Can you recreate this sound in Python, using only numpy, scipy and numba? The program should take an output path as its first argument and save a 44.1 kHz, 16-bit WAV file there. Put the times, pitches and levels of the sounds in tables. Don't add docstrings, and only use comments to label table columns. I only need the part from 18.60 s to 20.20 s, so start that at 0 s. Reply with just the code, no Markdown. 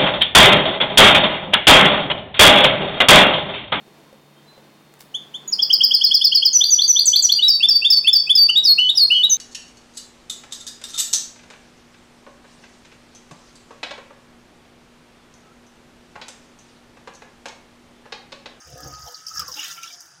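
import sys
import numpy as np
from scipy import signal
from scipy.fft import rfft, irfft
from scipy.io import wavfile
from scipy.ndimage import uniform_filter1d
from numba import njit

SR = 44100
rng = np.random.default_rng(int(sys.argv[2]) if len(sys.argv) > 2 else 0)


def waveform_to_disk(signal):
    frames = np.transpose(np.atleast_2d(signal))
    scaled = np.clip(frames, -1, 1) * 32767
    samples = np.round(scaled).astype(np.int16)
    wavfile.write(sys.argv[1], SR, samples)


def natural_amplitude(level_db):
    exponent = np.asarray(level_db, float) / 20
    return 10 ** exponent


N = 70560


def curve(rows, col, off=None):
    rows = np.array(rows, float)
    return np.interp(np.arange(N) / SR, rows[:, 0], rows[:, col], left=off, right=off)


def unit(x):
    return x / np.sqrt(np.mean(x ** 2))


def smooth_noise(shape, size):
    noise = rng.standard_normal(shape)
    return unit(uniform_filter1d(uniform_filter1d(noise, size=size), size=size))


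@njit
def svf(x, hz, width):
    y, b, l = np.empty(len(x)), 0., 0.
    for i in range(len(x)):
        g, k = np.tan(np.pi * hz[i] / SR), width / hz[i]
        v = (b + g * (x[i] - l)) / (1 + g * (g + k))
        b, l, y[i] = 2 * v - b, l + 2 * g * v, k * v
    return y


@njit
def grains(out, at, hz, cycles, size, glide, rise):
    for j in range(len(at)):
        n, phase = cycles[j] * SR / hz[j], 0.
        for i in range(min(int(5 * n), len(out) - at[j])):
            phase += 2 * np.pi * hz[j] / SR * (1 + glide * i / n)
            swell = 1 - np.exp(-i * hz[j] / SR / rise)
            out[at[j] + i] += size[j] * np.exp(-i / n) * swell * np.sin(phase)
    return out


def band(x, lo_hz, hi_hz):
    return signal.sosfilt(signal.butter(6, [lo_hz, min(hi_hz, .45 * SR)], "band", fs=SR, output="sos"), x)


def swarm(count, centre_hz, spread, cycles, scatter_db, glide):
    c = rng.random((count, 4))
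    at = (c[:, 0] * (N - 1)).astype(np.int64)
    hz = centre_hz[at] * np.exp(spread * (2 * c[:, 1] - 1))
    size = natural_amplitude(scatter_db * np.minimum(-np.log(1 - c[:, 3]), 4))
    return unit(grains(np.zeros(N), at, hz, cycles * (.5 + c[:, 2]), size, glide, 0.64))


def played(rows, cycles, glide, rise):
    r = np.array(rows, float)
    at = (r[:, 0] * SR).astype(np.int64)
    return grains(np.zeros(N), at, r[:, 2].copy(), cycles + 0 * r[:, 0], natural_amplitude(r[:, 1]), glide, rise)


def kitchen():
    # (frequency [Hz], relative density [dB per Hz])
    spectrum = np.array([(24, -77), (40, -11), (156, -9.5), (845, -32), (1530, -1), (2200, -16),
                         (2600, -20), (4130, -21.5), (6300, -10), (15000, -118.5)])
    level_db = -61
    hz = np.fft.rfftfreq(N, 1 / SR) + 1
    gain_db = np.interp(np.log(hz), np.log(spectrum[:, 0]), spectrum[:, 1])
    return natural_amplitude(level_db) * unit(irfft(rfft(rng.standard_normal(N)) * natural_amplitude(gain_db), N))


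def fizz():
    # (time [s], level [dB])
    main_levels = [(0.0, -43.5), (0.022, -50.5), (0.218, -50), (0.236, -42.5), (0.266, -46.5),
                   (0.276, -43.5), (0.316, -46), (0.342, -45), (0.392, -46), (0.422, -45.5), (0.538, -45.5),
                   (0.548, -43.5), (0.575, -45.5), (0.664, -52), (0.667, -34.5), (0.73, -43.5),
                   (0.784, -35), (0.792, -46), (0.795, -36), (0.814, -37.5), (0.824, -42), (0.85, -45),
                   (0.878, -40), (0.882, -39), (0.914, -45.5), (0.922, -39), (0.938, -44), (0.944, -37),
                   (0.952, -41.5), (1.002, -36), (1.1, -42), (1.114, -33), (1.122, -39.5), (1.22, -49.5),
                   (1.234, -41), (1.318, -48), (1.332, -41.5), (1.368, -49), (1.416, -47), (1.452, -52.5),
                   (1.6, -57.5)]
    # (time [s], thin hiss level [dB], top crackle level [dB])
    high_levels = [(0.0, -61, -71), (0.14, -62, -70), (0.276, -65, -59), (0.375, -63.5, -68),
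                   (0.466, -61.5, -54), (0.664, -62, -72), (0.668, -53, -56), (0.722, -61, -61),
                   (0.756, -53, -49.5), (0.792, -58, -52), (0.797, -47, -50), (0.836, -63, -61),
                   (0.872, -59, -68), (0.882, -55, -44), (0.908, -57, -52), (1.114, -50, -48.5),
                   (1.224, -62, -64), (1.23, -53, -58), (1.354, -62, -64), (1.403, -63, -81),
                   (1.407, -48.5, -62), (1.426, -62.5, -62), (1.6, -67, -86)]
    flat = np.ones(N)
    main = swarm(count=3000, centre_hz=5600 * flat, spread=0.2, cycles=10.8, scatter_db=2.0, glide=0.0081)
    air = swarm(count=9000, centre_hz=9000 * flat, spread=0.29, cycles=5.0, scatter_db=-3.5, glide=0.019)
    top = swarm(count=5000, centre_hz=14100 * flat, spread=0.18, cycles=2.0, scatter_db=2.0, glide=0.03)
    out = natural_amplitude(curve(main_levels, 1)) * unit(band(main, 4550, 7300))
    out += natural_amplitude(curve(high_levels, 1)) * unit(band(air, 7000, 10650))
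    return out + natural_amplitude(curve(high_levels, 2)) * unit(band(top, 10750, 15800))


def bubbles():
    # (time [s], level [dB], centre pitch [Hz])
    rows = [(0.0, -64, 2850), (0.248, -61.5, 3330), (0.288, -62.5, 2620), (0.458, -62, 3700),
            (0.484, -48, 3800), (0.498, -61, 3620), (0.574, -57.5, 3770), (0.632, -65.5, 3210),
            (0.778, -58.5, 3386), (0.796, -45, 2880), (0.846, -60, 3270), (0.93, -56, 3710),
            (0.944, -59, 3144), (0.962, -47.5, 2953), (0.998, -43, 2850), (1.006, -38.5, 2876),
            (1.108, -44, 3544), (1.162, -54.5, 2984), (1.176, -47.5, 2695), (1.224, -54, 3020),
            (1.234, -44, 2813), (1.28, -50, 3503), (1.345, -53, 3615), (1.375, -68, 3052), (1.6, -68, 3200)]
    modes_hz = [2278, 2850, 3100, 3547, 3876]
    mode_width_hz, ring_db = 59., -3
    centre_hz = curve(rows, 2)
    mid = swarm(count=1100, centre_hz=centre_hz, spread=0.2785, cycles=16.6, scatter_db=2.0, glide=0.01)
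    stream = swarm(count=500, centre_hz=centre_hz, spread=0.3, cycles=1.25, scatter_db=3.0, glide=0.011)
    ring = unit(sum(svf(stream, hz + np.zeros(N), mode_width_hz) for hz in modes_hz))
    return natural_amplitude(curve(rows, 1)) * (mid + natural_amplitude(ring_db) * ring)


def gurgle():
    # (time [s], low part level [dB], deep part relative to low [dB])
    rows = [(0.0, -57.5, -10.5), (0.146, -69.5, 3), (0.27, -55, 1.5), (0.432, -59, -14.5),
            (0.476, -48.5, -23), (0.56, -68, 0.5), (0.716, -63.5, -11.5), (0.756, -66, -3),
            (0.842, -59, -5), (1.6, -67.5, -4.5)]
    flat = np.ones(N)
    low = swarm(count=600, centre_hz=830 * flat, spread=0.24, cycles=1.87, scatter_db=2.0, glide=0.0092)
    deep = swarm(count=300, centre_hz=350 * flat, spread=0.367, cycles=1.9, scatter_db=2.5, glide=0.056)
    return natural_amplitude(curve(rows, 1)) * (low + natural_amplitude(curve(rows, 2)) * deep)


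def pan_air():
    # (time [s], level [dB])
    note_levels = [(0.0, -62), (0.052, -61), (0.12, -77), (0.204, -46.5), (0.236, -69), (0.254, -46),
                   (0.31, -58), (0.335, -41.5), (0.41, -49), (0.636, -56), (0.698, -57), (0.72, -39),
                   (0.74, -52), (0.828, -49), (0.86, -57), (0.89, -46), (0.944, -82), (0.966, -50),
                   (0.998, -55), (1.016, -77), (1.038, -66), (1.114, -41), (1.154, -69), (1.18, -41.5),
                   (1.22, -53), (1.246, -42.5), (1.264, -42), (1.288, -61.5), (1.354, -77), (1.438, -58.5),
                   (1.5, -81), (1.6, -60)]
    # (time [s], level [dB])
    ring_levels = [(0.0, -56.5), (0.16, -61.5), (0.23, -52), (0.248, -54.5), (0.726, -59), (0.77, -47),
                   (0.94, -55), (1.046, -43.5), (1.078, -49), (1.118, -45.5), (1.148, -56.5), (1.256, -53),
                   (1.288, -57.5), (1.6, -64.5)]
    # (time [s], mean pitch [Hz])
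    pitch = [(0.15, 1243), (0.45, 1256), (0.6, 1282), (0.8, 1292), (0.95, 1388), (1.3, 1358), (1.6, 1403)]
    blip_db, waver = 2.6, 0.00995
    drops = swarm(count=2500, centre_hz=1500 * np.ones(N), spread=0.19, cycles=1.0, scatter_db=2.5, glide=0.021)
    shake = smooth_noise((2, N), 250)
    phase = 2 * np.pi * np.cumsum(curve(pitch, 1) * (1 + waver * shake[1])) / SR
    note = natural_amplitude(blip_db * shake[0]) * np.sin(phase)
    ring = unit(band(drops, 1040, 2040))
    return natural_amplitude(curve(note_levels, 1)) * unit(note) + natural_amplitude(curve(ring_levels, 1)) * ring


def buzz():
    # (time [s], mean pitch [Hz], first partial level [dB],
    # second partial relative to first [dB], upper partials relative to first [dB])
    appearances = [
        [(0.0, 67.6, -96, 18, 33), (0.04, 71, -62, -14, -18), (0.066, 70.92, -46, -14, -13),
         (0.142, 66.67, -53.5, 11.5, 7), (0.176, 66.15, -51.5, -44, 4.5), (0.228, 68.6, -48, -3.5, 1),
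         (0.286, 66.45, -50.5, 6.5, 7), (0.4, 66.5, -50.5, -7, -18), (0.466, 66.36, -51.5, -6, -7),
         (0.51, 69.5, -81, -18, -3), (0.54, 73.2, -95.5, 9, 45.5)],
        [(0.72, 81.63, -72, 2, 0), (0.758, 78.2, -54.5, -25, -13), (0.774, 79.7, -56, -8, -34),
         (0.806, 76.1, -50, 3, -3), (0.83, 79.9, -54, -13, -8), (0.86, 80.5, -56.5, -6, -24),
         (0.896, 82.3, -53.5, -26, 0), (0.934, 79.2, -61, -8, -8), (0.946, 82.9, -67, 6, -15),
         (0.964, 77.8, -82, -4, 7), (0.98, 76.7, -92, 25, 43)],
    ]
    # (frequency [Hz], width of the narrower of two stages [Hz], gain [dB])
    body = [(291, 58, -1.5), (509.5, 70, 9.5)]
    # (time [s], frequency [Hz])
    top = [(.17, 705), (.26, 790), (.33, 693), (.4, 880)]
    waver_db, pitch_waver, pulse_scatter_db = 4.5, 0.03305, 2.1
    resonances = body + [(curve(top, 1), 50, 9.5)]
    out = np.zeros(N)
    for rows in appearances:
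        wobble = unit(uniform_filter1d(rng.standard_normal((3, N)), size=700))
        phase = np.cumsum(curve(rows, 1) * (1 + pitch_waver * wobble[0])) / SR
        first = natural_amplitude(waver_db * wobble[1]) * np.sin(2 * np.pi * phase)
        second = natural_amplitude(waver_db * wobble[2] + curve(rows, 3)) * np.sin(4 * np.pi * phase + 0.3)
        whole = np.floor(phase).astype(int)
        pulses = np.diff(whole, prepend=0) * natural_amplitude(pulse_scatter_db * rng.standard_normal(N // 100)[whole])
        pulses = pulses + .012 * rng.standard_normal(N)
        upper = np.zeros(N)
        for k, (f, width_hz, db) in enumerate(resonances):
            hz = f + np.zeros(N)
            upper += (-1) ** k * natural_amplitude(db) * svf(svf(pulses, hz, 2. * width_hz), hz, 1. * width_hz)
        out += natural_amplitude(curve(rows, 2, -120)) * (first + second + natural_amplitude(curve(rows, 4)) * unit(upper))
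    return out


def froth_ticks():
    # (time [s], level ahead of the band gains [dB])
    ticks = [(0.074, -42), (0.1005, -40), (0.1764, -37.5), (0.205, -32.5), (0.2426, -37), (0.2781, -34.5),
             (0.3257, -38.5), (0.3948, -41), (0.4392, -44), (0.481, -33.5), (0.5224, -36), (0.6664, -36),
             (0.6835, -34), (0.7308, -46), (0.7528, -34), (0.794, -18.5), (0.817, -35), (0.8808, -34),
             (0.94, -44), (0.9656, -30), (0.9971, -28), (1.044, -27), (1.0818, -28.5), (1.2303, -33),
             (1.3051, -45), (1.3269, -37), (1.4045, -38), (1.4326, -50), (1.4575, -43)]
    fade_s = 0.0054
    t, envelope = np.arange(N) / SR, np.zeros(N)
    for start_s, db in ticks:
        envelope += natural_amplitude(db) * (t >= start_s) * np.exp(-np.abs(t - start_s) / fade_s)
    noise = rng.standard_normal(N)
    colour = natural_amplitude(-9.0) * unit(band(noise, 10760, 20400))
    colour += natural_amplitude(-12.0) * unit(band(noise, 5040, 8040))
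    colour += natural_amplitude(-21.5) * unit(band(noise, 7550, 11040))
    return envelope * colour


def brief_tones():
    # (start [s], mean peak level [dB], mean pitch [Hz], length [s])
    tones = [(0.17, -48.5, 1671, 0.12), (.35, -54.5, 850, 0.054), (0.464, -44, 830, 0.026),
             (0.4555, -44.5, 697, 0.055), (0.457, -50, 491, 0.095), (0.692, -53, 1200, 0.05),
             (0.757, -34, 1280, 0.015), (0.771, -37, 1270, 0.0115), (0.791, -31, 1275, 0.016),
             (0.817, -29, 1200, 0.014), (0.829, -33, 1500, 0.0088), (0.838, -41, 1150, 0.011),
             (0.222, -50.5, 290, .12), (0.809, -50.5, 498.6, 0.045), (0.878, -50, 500, 0.054),
             (0.868, -41.5, 1142, 0.039), (0.88, -42, 1040, 0.032), (0.966, -43.5, 842, 0.033),
             (0.955, -49.5, 303, 0.07), (0.982, -53, 1600, 0.058), (1.3, -48, 2280, 0.021),
             (1.033, -52, 1950, 0.11), (0.755, -42.5, 1650, 0.05), (1.295, -57.5, 701, 0.13),
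             (1.425, -64, 340, 0.052)]
    waver_db, pitch_waver = 2.9, 0.0139
    t, out = np.arange(N) / SR, np.zeros(N)
    for start_s, db, hz, length_s in tones:
        shake = smooth_noise(N, 180)
        swell = np.sin(np.pi * np.clip((t - start_s) / length_s, 0, 1) ** 0.74)
        tone = np.sin(2 * np.pi * hz * np.cumsum(1 + pitch_waver * shake) / SR)
        out += natural_amplitude(db + waver_db * shake) * swell * tone
    return out


def splashes():
    # (time [s], level ahead of swell and fade [dB], starting pitch [Hz])
    rows = np.array([(0.2312, -25.5, 5200), (0.2743, -23, 6294), (0.3381, -24, 4900), (0.3487, -27.5, 4580),
                     (0.4217, -25.5, 5100), (0.4742, -23.5, 5400), (0.544, -20, 4706), (0.546, -24, 5320),
                     (0.554, -33, 4100), (0.6675, -17.5, 5250), (0.6834, -18, 4850), (0.739, -23, 5480),
                     (0.7532, -22.5, 6510), (0.7598, -23, 5150), (0.772, -14.5, 5330), (0.7744, -18, 5180),
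                     (0.778, -14.5, 5570), (0.7814, -16.5, 5600), (0.7946, -10.5, 5010),
                     (0.7975, -17, 4980), (0.8032, -17, 5400), (0.82, -19.5, 5230), (0.8284, -25, 5060),
                     (0.8804, -18, 5280), (0.918, -17.5, 5480), (0.9406, -18.5, 5210), (0.963, -22, 5150),
                     (0.9983, -19.5, 5610), (1.0112, -20, 5150), (1.018, -30, 5480), (1.0319, -15.5, 6700),
                     (1.0434, -24, 5450), (1.1109, -24, 5280), (1.232, -19.5, 6130), (1.276, -24, 5390),
                     (1.3299, -27, 4890), (1.4056, -26, 5734)])
    out = played(rows, cycles=9.0, glide=0.0078, rise=4.8)
    c = rng.random((len(rows), 4))
    for k in (0, 2):
        delay_s, detune_hz = .002 + .007 * c[:, k], 900. * (c[:, k + 1] - .5)
        trail = rows + np.c_[delay_s, -6.5 + 0 * delay_s, detune_hz]
        out = out + played(trail, cycles=7.8, glide=0.011, rise=3.2)
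    return out


def rumble():
    # (time [s], level [dB])
    levels = [(0.5, -87), (0.588, -67.5), (0.768, -64), (0.812, -53), (1.062, -78.5), (1.096, -61.5),
              (1.452, -78.5), (1.6, -63.5)]
    return natural_amplitude(curve(levels, 1, -92)) * unit(band(rng.standard_normal(N), 116, 181.5))


def chirps():
    # (time [s], level ahead of swell and fade [dB], starting pitch [Hz])
    rows = [(0.6818, -44, 3100), (0.793, -33.5, 3360), (0.9403, -32.5, 3850), (0.9724, -27.5, 2780),
            (0.9929, -17, 2845), (1.0047, -30, 3100), (1.012, -33, 2800), (1.0174, -32.5, 2854),
            (1.0314, -34, 2872), (1.0448, -30, 2920), (1.0514, -26.5, 3590), (1.1124, -32, 3530),
            (1.1747, -35, 3004), (1.2331, -30.5, 2754), (1.2765, -32, 3386)]
    return played(rows, cycles=17.9, glide=0.0076, rise=3.4)


def room(x):
    wet_db, t60_s = -11, 0.15
    t = np.arange(SR // 4) / SR
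    tail = rng.standard_normal(len(t)) * np.exp(-np.log(1000) * t / t60_s) * (t > .002)
    return x + natural_amplitude(wet_db) * signal.fftconvolve(x, tail / np.linalg.norm(tail))[:N]


def scene():
    near = fizz() + bubbles() + gurgle() + pan_air() + froth_ticks() + brief_tones() + splashes() + chirps()
    return (room(near) + kitchen() + buzz() + rumble())[None]


def low_pass(x):
    return signal.sosfilt(signal.butter(12, 16380, fs=SR, output="sos"), x)


def record(dry):
    mix = signal.sosfilt(signal.butter(4, 56, "high", fs=SR, output="sos"), dry)
    mix = signal.sosfilt(signal.ellip(8, .3, 60, 15750, fs=SR, output="sos"), mix)
    return low_pass(mix)


dry = scene()
out = record(dry)
waveform_to_disk(out)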